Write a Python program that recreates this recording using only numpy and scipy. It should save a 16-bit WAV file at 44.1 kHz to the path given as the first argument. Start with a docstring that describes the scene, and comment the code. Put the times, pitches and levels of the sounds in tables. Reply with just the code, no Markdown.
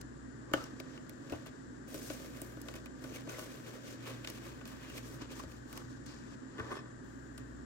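"""First comes a brief scrape of paper over a low hum and a steady rush of air, brighter at the left port.
Banknotes are slid into a plastic envelope of a ring binder on a wooden desk, close under a two-port microphone.
Friction is banded noise with grains of crackle; creases are bursts of noise; knocks and pen taps strike
damped modes, and landings strike those of the desk. Sines make the appliance's hum, shaped noise the air."""
import sys
import numpy as np
from scipy import signal
from scipy.fft import rfft, irfft, next_fast_len
from scipy.io import wavfile

SR = 44100
rng = np.random.default_rng(int(sys.argv[2]) if len(sys.argv) > 2 else 0)


def waveform_to_disk(signal):
    """Save audio, clipped to [-1, 1], as 16-bit WAV at the path in sys.argv[1]."""
    frames = np.transpose(np.atleast_2d(signal))
    scaled = np.clip(frames, -1, 1) * 32767
    samples = np.round(scaled).astype(np.int16)
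    wavfile.write(sys.argv[1], SR, samples)


N = 337359   # samples
SIZE = next_fast_len(N + SR // 2)   # transform length, with space for the room tail
HZ = np.arange(SIZE // 2 + 1) * SR / SIZE

# Spectrum of the air in the room: (frequency [Hz], left level [dB per Hz], right level [dB per Hz],
# shared fraction of power [0-1], lead of the right port [rad])
AIR_SPECTRUM = [(30.2, -90, -90, 0.7, 2), (50.3, -86, -89, 1, 0.5), (89, -78.5, -98, 0.97, 0),
                (135.6, -77.5, -72.5, 0.97, 0.37), (187.4, -80.5, -87.5, 1, 1),
                (244, -72.5, -70.5, 0.57, 1), (339.5, -79, -77.5, 0.63, 1), (553, -92, -91, 0.82, 3.5),
                (1040, -92, -94.5, 0.63, 3.5), (1914, -90.5, -101, 0.63, 0.5), (2105, -106, -107, 0.6, 8.5),
                (3930, -105, -115, 0, 13.5), (6900, -104, -118, 0.8, -10), (9300, -116, -113, 0.6, 3.5),
                (11200, -132, -128, .8, 9.5), (15500, -136, -136, 1, 0)]
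# Air resonances: (frequency [Hz], width [Hz], left level [dB], right level [dB])
AIR_RESONANCES = [(1610, 333, -60.5, -103), (7290, 700, -68, -102)]
# Appliance tones: (frequency [Hz], left level [dB], right level [dB], lead of the right port [rad],
# spread of the level's wavering [dB])
HUM_TONES = [(120.2, -59, -60, .2, 2.5), (261, -70, -55, 1.5, 2), (1184, -74, -76, 2.0, 1.5)]
# Level points of a fluctuating low tone near 59 Hz, one arbitrary course, midway between the ports:
# (time [s], level [dB])
LOW_TONE_LEVELS = [(0.0, -59), (0.04, -58), (1.53, -73), (1.7, -64), (2.75, -57.5), (4.05, -80),
                   (4.17, -63), (5.26, -59), (6.35, -62.5), (6.39, -71), (7.63, -55), (7.65, -57)]
# Wrists and binder landing softly on the desk: (time [s], level before the thud gain [dB])
LANDINGS = [(0.538, -37), (1.324, -38), (5.45, -38.5), (5.834, -43.5), (6.129, -51), (6.597, -33.5),
            (6.724, -48)]
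# Modes of the desk: (frequency [Hz], level [dB], decay time t60 [s])
DESK_MODES = [(83, -1.5, 0.23), (120, -3, 0.88), (170, -6, 0.18)]
# Modes of the binder, struck freely: (frequency [Hz], level [dB], decay time t60 [s])
BINDER_MODES = [(300, -3, 0.046), (446, -6, 0.019), (541, -3.5, 0.055), (650, -1, 0.03), (848, -7.5, 0.023),
                (1002, -3, 0.027), (1168, -1, 0.031), (1490, -9.5, 0.048), (2300, -11, 0.0054),
                (1750, -16, 0.052), (2780, -8, 0.017), (3060, -14, 0.041)]
# The pen is set down and rattles on the desk: (time [s], level [dB])
PEN_BLOWS = [(6.581, -44.5), (6.5879, -38), (6.599, -38), (6.604, -49), (6.645, -50), (6.66, -48.5),
             (6.692, -48), (6.703, -50), (6.717, -39.5), (6.7225, -41), (6.728, -44), (6.74, -48),
             (6.754, -45), (6.768, -42.5), (6.776, -43), (6.789, -44), (6.808, -51), (6.857, -52)]
# Modes of the pen: (frequency [Hz], level [dB], decay time t60 [s])
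PEN_MODES = [(314, -1.5, 0.043), (440, -2.5, 0.049), (610, -12, 0.028), (1070, -2, 0.053), (1182, -6, 0.05),
             (1520, -5, 0.05), (1766, -7.5, 0.039), (2070, -15, 0.032), (2530, -19.5, 0.035),
             (3410, -6, .035), (4380, -26, .03), (5300, -24, .035)]
# Short coloured puffs of noise, narrow or broad, from rubs, knocks and the pen:
# (start [s], length [s], frequency [Hz], width [Hz], level [dB])
PUFFS = [(0.536, 0.0073, 1260, 500, -26.5), (0.535, 0.0088, 3070, 350, -32.5),
         (0.5356, 0.0041, 6850, 1200, -49), (0.572, 0.059, 1255, 150, -49.5),
         (0.639, 0.0069, 5470, 1600, -49), (1.295, 0.0072, 1440, 400, -54), (1.322, .012, 574, 200, -39),
         (1.323, 0.0093, 990, 200, -47), (2.615, .006, 5500, 2500, -55), (2.857, .01, 2300, 300, -54),
         (4.244, .006, 2840, 400, -41), (4.039, 0.055, 2500, 900, -59), (4.44, .04, 2600, 900, -63),
         (4.611, 0.0046, 2500, 1200, -53), (6.077, 0.096, 4530, 1400, -59), (1.326, 0.0089, 2680, 300, -51),
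         (3.09, .025, 6050, 250, -62), (3.143, 0.01, 6100, 400, -57.5), (3.159, .012, 2230, 200, -51.5),
         (3.291, 0.0063, 6160, 400, -49.5), (3.289, .008, 2530, 300, -49.5), (3.31, .02, 1490, 200, -52),
         (3.326, .01, 2430, 300, -55), (3.341, .01, 2130, 350, -52), (4.898, 0.014, 2800, 300, -55),
         (4.978, 0.0088, 2370, 250, -51), (5.295, 0.013, 2500, 250, -61), (5.329, .012, 3200, 400, -55),
         (5.396, 0.013, 1070, 200, -45), (6.063, 0.01, 5000, 3500, -53), (6.601, 0.007, 1520, 250, -42),
         (6.722, .015, 5470, 400, -71), (6.753, 0.035, 5320, 120, -65), (6.786, .01, 5300, 200, -60),
         (6.745, .015, 3400, 200, -60), (6.722, 0.051, 9300, 500, -70), (7.3775, 0.0061, 9400, 1500, -54)]
# Creases and knocks: (time [s], crack level before its gain and band-pass [dB], crisp top re crack [dB],
# knock on the binder [dB], hardness of the knock [dB per octave])
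CREASES = [(0.013, -50, 4, -55, -1), (.515, -55, -8, -44.5, -12), (.566, -56, -10, -40, -7.5),
           (0.5358, -29, -4, -21, 0.5), (.538, -60, -10, -27, -9), (0.639, -51, 4.5, -48, 2.5),
           (0.8004, -37, -7, -42, -1), (0.976, -49, -25.5, -59, 8.5), (1.095, -44.5, -1, -50, -7),
           (1.298, -43.5, -10, -53, -6), (1.304, -62, -11, -45, -9), (1.3222, -40, -7, -35.5, -6),
           (1.333, -63, -12, -37, -4), (1.345, -60, -12, -43, -1), (1.3593, -59, -20, -60, 1),
           (1.461, -47, -5, -44, -1), (1.9435, -40.5, 1, -38, -5.5), (2.1007, -34, -30, -32.5, -3.5),
           (2.198, -47, -7, -46, -7), (2.4174, -44, 10.5, -42, -5), (2.57, -52, -21, -43, -5),
           (2.616, -54.5, 14, -67, -2), (2.685, -37.5, -16, -41.5, 2.5), (2.7395, -43, -4, -47, 3),
           (2.762, -52, -10, -55, 3), (2.8584, -46.5, -1, -50, 2.5), (3.0407, -42.5, -3, -46, 0),
           (3.044, -55, -8, -43, -3), (3.118, -62, -4, -44, -7), (3.166, -48, -4, -43, -4),
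           (3.2735, -48, -15, -40.5, -7), (3.2941, -43, -8, -42.5, 1.5), (3.382, -52, 0, -39, -2),
           (3.392, -42, 1, -41, 1), (3.4235, -60, -9.5, -43, 0), (3.857, -48, -19, -67, -17),
           (3.991, -62.5, -16, -58, -12), (4.2466, -34, -20, -48, 4), (4.2734, -31, -14, -49, 4),
           (4.3006, -41.5, 4, -49, -10), (4.6112, -53, -30, -48.5, 2), (4.6546, -39.5, -15, -49.5, -1),
           (4.677, -50.5, 6.5, -57, 0), (4.899, -48, -8, -57, 6), (4.9785, -39, -6, -54, 3),
           (5.2183, -41, -23, -50, -11), (5.3045, -53, -22, -57, -2), (5.394, -44, -8, -45, 1),
           (5.436, -48, -13, -41.5, -4), (5.5175, -50, -12, -65, 4), (5.7282, -45, 3.5, -56, 5.5),
           (5.775, -40, 0, -63, -0.5), (6.061, -50, -4, -68, 0.1), (6.582, -51, -13.5, -48, 1.5),
           (6.596, -44, -15, -48, 3.5), (6.714, -59, -7, -49, 2), (7.378, -44, -5, -54.5, 4),
           (7.383, -53, -2, -66, 0)]
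# Strokes of paper on plastic, of hands on the binder and, from 6.6 s, of the pen; levels before the layer gains:
# (peak time [s], swell [s per 10 dB], fade [s per 10 dB], mean hiss level [dB], upper re lower hiss [dB],
# crisp top re mean hiss [dB], low binder modes [dB], high binder modes [dB])
RUB_STROKES = [(0.015, -0.5, -0.06, -55.5, 25, -16, -58, -61),
               (0.534, -0.16, 0.11, -50.5, 5, -12, -55, -54), (.58, 0.08, 0.11, -64, -5, -23, -58, -53),
               (0.799, -0.11, 0.01, -54.5, 10, -19, -59, -56),
               (.97, 0.18, -0.08, -60.5, 0, -23, -59, -59.5), (1.11, 0.8, 1.2, -70, 5, -18, -63, -70),
               (1.33, 0.08, 0.13, -58.5, -1, -13, -55, -58), (1.468, 0, 0.02, -54, -4, -9, -53, -60),
               (1.52, -0.6, -0.3, -65.5, 12, -12, -76, -70), (1.88, 0.005, 0.3, -62, -3, -3, -58, -65),
               (1.95, 0.04, 0.17, -54, 6, -4, -50.5, -57), (2.05, 0.06, 0.16, -56, 10, -1.5, -70, -70),
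               (2.11, 0.03, .15, -53.5, 1, -4.5, -60, -57.5),
               (2.25, 0.04, 0.12, -61.5, -0.5, -3.5, -54, -60),
               (2.35, 0.03, 0.24, -61, -3, -9.5, -63, -62.5), (2.43, 0.14, 0.2, -66, 0, 2.5, -57, -65),
               (2.625, 0.005, 0.005, -72, 1, -1.5, -54, -66), (2.68, 0.07, 0.14, -61, 3, -8, -55, -60),
               (2.754, -0.04, 0.03, -51.5, -2, -6, -51.5, -53), (2.87, -0.26, 0, -60, -2, -12, -63, -65),
               (3.04, 0.06, 0.3, -59, 1, -9, -53.5, -59), (3.16, 0.035, 0.02, -50.5, -2, -5.5, -56, -56),
               (3.21, .04, 0.02, -60, -10, -10, -58, -57), (3.298, 0.012, 0.15, -50.5, -1, -8, -49, -52),
               (3.395, 0.03, 0.12, -52.5, 3.5, -4.5, -52, -55),
               (3.52, 0.05, 0.4, -61.5, -2.5, -6.5, -60, -63.5),
               (3.68, 0.05, 0.1, -58, 0, -8.5, -55, -59.5), (3.752, 0.08, 0.03, -59, -2, -9, -53.5, -57),
               (3.885, 0.05, .05, -55, -1, -10, -55, -61), (3.93, 0.1, 0.035, -55.5, 4, -11, -54.5, -62),
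               (4.08, .065, 0.1, -53, -5, -8.5, -53.5, -52.5),
               (4.285, 0.005, 0.03, -51.5, 4, -13, -58, -57.5), (4.36, 0.2, 0.06, -56, 0, -9, -58, -61),
               (4.445, 0.04, 0.16, -56, -3, -8, -55.5, -56), (4.67, 0.01, 0.15, -58.5, -1.5, -7, -70, -65),
               (4.82, 0.06, 0.38, -60.5, -7.5, -12, -65.5, -61.5),
               (4.9, 0.02, 0.07, -57.5, 0, -7.5, -59, -67), (4.72, .03, .05, -60, -3, -10, -62, -58),
               (4.977, 0.045, 0.03, -52, 0, -7, -54.5, -57), (5.08, 0.05, .04, -58, 5, -6, -60, -65),
               (5.15, 0.24, 0.06, -62, 5, -4, -58.5, -61), (5.22, .015, 0.03, -53.5, -5, -18, -63, -52),
               (5.32, .02, 0.03, -55, -2, -9, -53, -56.5), (5.4, 0.07, .015, -54, 4, -8, -62, -59),
               (5.44, 0.13, 0.02, -60, 5, -12, -62, -58), (5.52, 0.1, 0.1, -62, 3, -10, -74, -62),
               (5.72, 0.06, 0.11, -64.5, 5, -5, -78, -64), (5.779, 0.07, 0.07, -56, 3, -12, -64, -54),
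               (5.92, 0.12, 0.14, -66, 10, -21, -74, -73), (6.063, 0.004, 0.17, -58.5, 6, -19, -70, -62),
               (6.35, 0.17, -0.19, -62, 3, -27, -74, -63), (6.6, 0.04, 0.18, -64, -1, -21, -68.5, -52),
               (6.645, 0.04, 0.23, -68, -4, -25, -58, -56.5), (6.721, 0.0252, 0.03, -62, -4, -6, -49, -43),
               (6.77, 0.18, 0.03, -56, -3, -19, -59, -55), (7.04, 0, 1, -75, -2, -8.5, -80, -71),
               (7.38, -0.12, 0.04, -62, 0, -12, -80.5, -60.5)]
# Hands at rest, one level [dB] each: lower hiss, upper hiss, crisp top, low and high binder modes
REST_LEVELS = [-89, -92, -104, -66, -68.5]
# Hands as the two ports hear them, before the right port's gain: (frequency [Hz], left level [dB],
# right level [dB], shared fraction of power [0-1], lead of the right port [rad])
HAND_TRANSFER = [(98, -3.5, -8, 0.8, -0.5), (356, 3.5, 4, 0.5, 0.85), (720, -1.5, -2, 0.17, 0),
                 (1400, 3, -1.5, 0.26, -1), (2460, 2, 0, 0.8, -1.5), (3730, -3, -7, 0.12, -3.5),
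                 (6500, 5, -5.5, 0.03, 1), (8680, 3, 4, 0.12, 0), (10160, 0.5, 0.5, 0.96, 3),
                 (12600, 0.5, -1.5, 1, 7.5), (15500, -4.5, -5, 1, 12.5)]

LOW_TONE_HZ, LOW_TONE_LEAD_RAD = 59, -.3   # the right port leads by this phase
LOW_TONE_LEFT_DB = 2.5   # left above and right below the tabled level
ROOM_T60_S, ROOM_DB = .25, -20
PUFF_EDGE_S, PUFF_FALL_DB = 0.00083, -9   # rise time, and level one length after the start
CRACK_T60_S = 0.033
TICK_DB, TICK_SAMPLES = 3, 30   # the first instant of a crack is sharper than its tail
CRINKLES_PER_S, CRINKLE_CYCLES = 250, 45   # median rate; cycles until a facet has decayed by 60 dB
CRINKLE_DB = -10.5   # re the mean of the lower and upper hiss levels
CLUMP_DB, CLUMPS_PER_S = 4, 40   # spread and drift rate of the density of grains and crinkles
GRAINS_PER_S, GRAIN_SPREAD_DB, GRAIN_DB = 900, 1.5, -4.5   # median rate, mean excess size, level re friction
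FLUTTER_DB, FLUTTER_PER_S = 1.5, 60
PATCHY_DB = 0.4   # lower and upper hiss flicker apart
TOP_STEEPER, BINDER_STEEPER = 1.62, 1   # slope of swell and fade in dB, relative to the hiss
STOPBAND_HZ = 16377


def from_db(db):
    """Level and amplitude: 20 dB is a factor of ten."""
    return 10 ** (np.asarray(db) / 20)


def rms_one(x):
    """Normalization: division by the root mean square gives unit power."""
    return x / np.sqrt(np.mean(x ** 2) + 1e-20)


def drift(rate):
    """Slow random fluctuation: noise twice through a one-pole low-pass at rate [Hz] has spread 1."""
    pole = np.exp(-80 * np.pi * rate / SR)   # one step spans 40 samples
    noise = rng.standard_normal(N // 40 + 2002)
    slow = signal.lfilter([1], [1, -2 * pole, pole * pole], noise)[2000:]
    return np.interp(np.arange(N) / 40, np.arange(len(slow)), rms_one(slow))


def band(x, low_hz, high_hz):
    """Band-pass filtering: only frequencies between two edges pass freely."""
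    return signal.sosfilt(signal.butter(2, [low_hz, high_hz], "band", fs=SR, output="sos"), x)


def mode(x, hz, t60):
    """Damped resonance: a unit click excites a decaying sine of initial height 1."""
    r = from_db(-60 / (t60 * SR))
    w = 2 * np.pi * hz / SR
    return signal.lfilter([0, np.sin(w)], [1, -2 * r * np.cos(w), r * r], x)


def ring(times, levels_db, tilts_db, modes, contact_s):
    """Modal excitation: each blow makes three uneven contacts; a harder one favours the high modes."""
    out = np.zeros(N)
    at = np.round(times * SR).astype(int)
    chance_db = rng.normal(0, 1.8, (len(at), len(modes), 3))
    for k, (hz, level_db, t60) in enumerate(modes):
        blows = np.full(N, 1e-18)   # tiny offset keeps the filter out of vanishing numbers
        tilt_db = tilts_db * np.log2(hz / 600)
        for j in range(3):
            size_db = levels_db + level_db + tilt_db - 9.1 * j + chance_db[:, k, j]
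            blows[at + round(j * contact_s * SR)] += from_db(size_db)
        out += (-1) ** k * mode(blows, hz, t60)   # neighbouring modes start in opposite phase
    return out


def ports(shared, own, table):
    """Partial coherence: both ports hear a shared sound, the right phase-shifted, plus a part of its own each."""
    hz, *columns = np.transpose(table)
    left_db, right_db, alike, lead = [np.interp(np.log(HZ + 1), np.log(hz), c) for c in columns]
    alike = np.clip(alike, 0, 1)
    both = rfft(shared, SIZE) * np.array([np.ones(len(HZ)), np.exp(1j * lead)])
    mix = np.sqrt(alike) * both + np.sqrt(1 - alike) * rfft(own, SIZE)
    return irfft(mix * from_db([left_db, right_db]), SIZE)[:, :N]


def air_rush():
    """Broadband noise and resonance: shaped white noise gains two bands of raised level."""
    white = rng.standard_normal((3, N)) * np.sqrt(SR / 2)   # unit power per Hz
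    out = ports(white[0], white[1:], AIR_SPECTRUM)
    for hz, width_hz, left_db, right_db in AIR_RESONANCES:
        rush = rms_one(band(rng.standard_normal(N), hz - width_hz / 2, hz + width_hz / 2))
        out += rush * from_db([[left_db], [right_db]])
    return out


def hum_tone(hz, lead, wander_hz):
    """Steady oscillation: a sine of unit power whose phase wanders, with a phase lead at the right port."""
    phase = 2 * np.pi * hz * np.arange(N) / SR + .5 * drift(wander_hz)
    return np.sqrt(2) * np.sin(phase + np.array([[0], [lead]]))


def appliance_hum():
    """Superposition of tones: the sines waver in level by chance, a low one follows its level points."""
    out = np.zeros((2, N))
    for hz, left_db, right_db, lead, waver_db in HUM_TONES:
        level_db = np.array([[left_db], [right_db]]) + waver_db * drift(2.0)
        out += hum_tone(hz, lead, 0.76) * from_db(level_db)
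    low_db = np.interp(np.arange(N) / SR, *np.transpose(LOW_TONE_LEVELS))
    balance_db = LOW_TONE_LEFT_DB * np.array([[1], [-1]])
    return out + hum_tone(LOW_TONE_HZ, LOW_TONE_LEAD_RAD, 0.73) * from_db(low_db + balance_db)


def room_tail(x):
    """Diffuse reverberation: convolution with decaying noise, unrelated at the two ports."""
    t = np.arange(SR // 3) / SR
    tail = band(rng.standard_normal((2, len(t))), 120, 3800)
    tail *= from_db(-60 * t / ROOM_T60_S) * (t > .004)
    tail /= np.sqrt(np.sum(tail ** 2, axis=1, keepdims=True))
    return from_db(ROOM_DB) * irfft(rfft(x, SIZE) * rfft(tail, SIZE), SIZE)[:, :N]


def desk_thuds():
    """Low modal excitation: soft landings set the modes of the desk ringing."""
    s, level_db = np.transpose(LANDINGS)
    return band(ring(s, level_db - 6, 0, DESK_MODES, contact_s=0.0036), 54, 195)


def pen_rattle():
    """Repeated impact: quick taps set the modes of the pen ringing."""
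    s, level_db = np.transpose(PEN_BLOWS)
    return ring(s, level_db, 0, PEN_MODES, contact_s=0.00158)


def binder_knocks():
    """Impact of fingers: each knock sets the modes of the binder ringing."""
    s, _, _, knock_db, hardness_db = np.transpose(CREASES)
    return ring(s + 0.001004, knock_db, hardness_db, BINDER_MODES, contact_s=0.00137)


def coloured_puffs():
    """Band-passed noise: short puffs colour the rubs, knocks and pen sounds."""
    out = np.zeros((3, N + 6000))
    t = np.arange(6000) / SR
    for s, length, hz, width_hz, db in PUFFS:
        shape = np.minimum(t / PUFF_EDGE_S, 1) * from_db(PUFF_FALL_DB * (t / max(length, .002)) ** 2)
        puff = shape * band(rng.standard_normal((3, 6000)), hz - width_hz / 2, hz + width_hz / 2)
        size = np.sqrt(np.sum(shape ** 2) / np.sum(puff ** 2, axis=1, keepdims=True))
        start = round(s * SR)
        out[:, start:start + 6000] += puff * size * from_db(db)
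    return out[:, :N]


def snaps():
    """Sudden release: a crease lets go as a burst of noise that dies within milliseconds, its top first."""
    crack, top = np.zeros((3, N + 4000)), np.zeros((3, N + 4000))
    fall_db = -60 * np.arange(4000) / SR / CRACK_T60_S
    for s, crack_db, top_db, _, _ in CREASES:
        burst = rng.standard_normal((3, 4000))
        burst[:, :TICK_SAMPLES] *= from_db(TICK_DB)
        i = round(s * SR)
        crack[:, i:i + 4000] += burst * from_db(crack_db + 1.5 + fall_db)
        top[:, i:i + 4000] += burst * from_db(crack_db + top_db + 1.77 * fall_db)
    return band(crack[:, :N], 1980, 5000) - band(top[:, :N], 9800, 21500)


def crinkles():
    """Buckling: small facets flip in uneven clumps, each ringing at its pitch within about two octaves."""
    sizes = from_db(3 * np.minimum(rng.exponential(1, N), 3)) * rng.choice([-1, 1], N)
    born = rng.random(N) < CRINKLES_PER_S * from_db(CLUMP_DB * drift(CLUMPS_PER_S)) / SR
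    facet = rng.integers(0, 16, N)
    out = np.zeros(N)
    for k, hz in enumerate(np.geomspace(2100, 9000, 16)):
        flips = sizes * born * (facet == k) + 1e-18
        out += mode(flips, hz, CRINKLE_CYCLES / hz)
    return rms_one(out)


def strokes():
    """Addition of powers: strokes swell and fade, giving the levels [dB] of the five layers of rubbing."""
    t = np.arange(0, N + 64, 64) / SR
    s, swell, fade, hiss_db, sheen_db, top_db, low_db, high_db = np.transpose(RUB_STROKES)[:, :, None]
    # swells and fades below 3 ms per 10 dB, negative ones too, count as 3 ms
    before = (s - t) / np.maximum(swell, .003)
    after = (t - s) / np.maximum(fade, .003)
    below_db = -10 * np.maximum(before, after)
    layers_db = [hiss_db - sheen_db / 2 + below_db,
                 hiss_db + sheen_db / 2 + below_db,
                 hiss_db + top_db + TOP_STEEPER * below_db,
                 low_db + BINDER_STEEPER * below_db,
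                 high_db + BINDER_STEEPER * below_db]
    levels = []
    for db, rest_db in zip(layers_db, REST_LEVELS):
        power = np.sum(from_db(db) ** 2, axis=0) + from_db(rest_db) ** 2
        levels.append(np.interp(np.arange(N) / SR, t, 10 * np.log10(power)))
    return levels


def friction_noise():
    """Dry friction: fluttering hiss plus clumped crackle, in three voices sharing one motion."""
    sizes = from_db(GRAIN_SPREAD_DB * np.minimum(rng.exponential(1, N), 4))
    grains = sizes * (rng.random(N) < GRAINS_PER_S * from_db(CLUMP_DB * drift(CLUMPS_PER_S)) / SR)
    bursts = signal.lfilter([1], [1, -.94], grains)   # each fibre lets go in under a millisecond
    crackle = rms_one(bursts * rng.standard_normal((3, N)))
    hiss = rng.standard_normal((3, N)) * from_db(FLUTTER_DB * drift(FLUTTER_PER_S))
    return hiss + from_db(GRAIN_DB) * crackle


def rubbing(dull_db, bright_db, top_db, low_db, high_db):
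    """Friction as a driving force: it sounds from the sheet in bands and excites the damped binder."""
    sheet = friction_noise()
    # the hands damp the binder while they rub it, so its modes ring shorter
    low = sum(from_db(db) * mode(sheet, hz, 0.32 * t60) for hz, db, t60 in BINDER_MODES if hz < 800)
    high = sum(from_db(db) * mode(sheet, hz, 0.38 * t60) for hz, db, t60 in BINDER_MODES if 800 <= hz < 2000)
    body = from_db(low_db - 2.5) * rms_one(band(low, 298, 1240))
    body = body + from_db(high_db + 0.85) * rms_one(high)
    dull = from_db(dull_db + 6.5 + PATCHY_DB * drift(16)) * band(sheet, 2040, 3750)
    bright = from_db(bright_db + PATCHY_DB * drift(30)) * band(sheet, 3600, 6950)
    top = from_db(top_db + 6) * band(sheet, 9600, 21500)
    crinkle = from_db((dull_db + bright_db) / 2 + CRINKLE_DB) * crinkles() * [[1], [.6], [-.6]]
    # neighbouring hiss bands meet in opposite phase, so their signs alternate
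    return body + crinkle + dull - bright + top


def scene():
    """Superposition: hands, desk and room add up at the two ports."""
    # three voices: shared, the left port's own, the right port's own
    knocks = (binder_knocks() + pen_rattle()) * [[1.2], [.3], [-.3]]
    paper = rubbing(*strokes()) + snaps() + coloured_puffs() + knocks
    hands = ports(paper[0], paper[1:], HAND_TRANSFER) * from_db([[0.0], [1.5]])
    thuds = desk_thuds() * from_db([[1.5], [-1.5]])
    return air_rush() + appliance_hum() + room_tail(paper[0]) + thuds + hands


def record(dry):
    """Low-pass filtering: a steep filter cuts the top, 50 dB down from the stopband edge."""
    return signal.sosfilt(signal.cheby2(14, 50, STOPBAND_HZ, fs=SR, output="sos"), dry)


dry = scene()
out = record(dry)
waveform_to_disk(out)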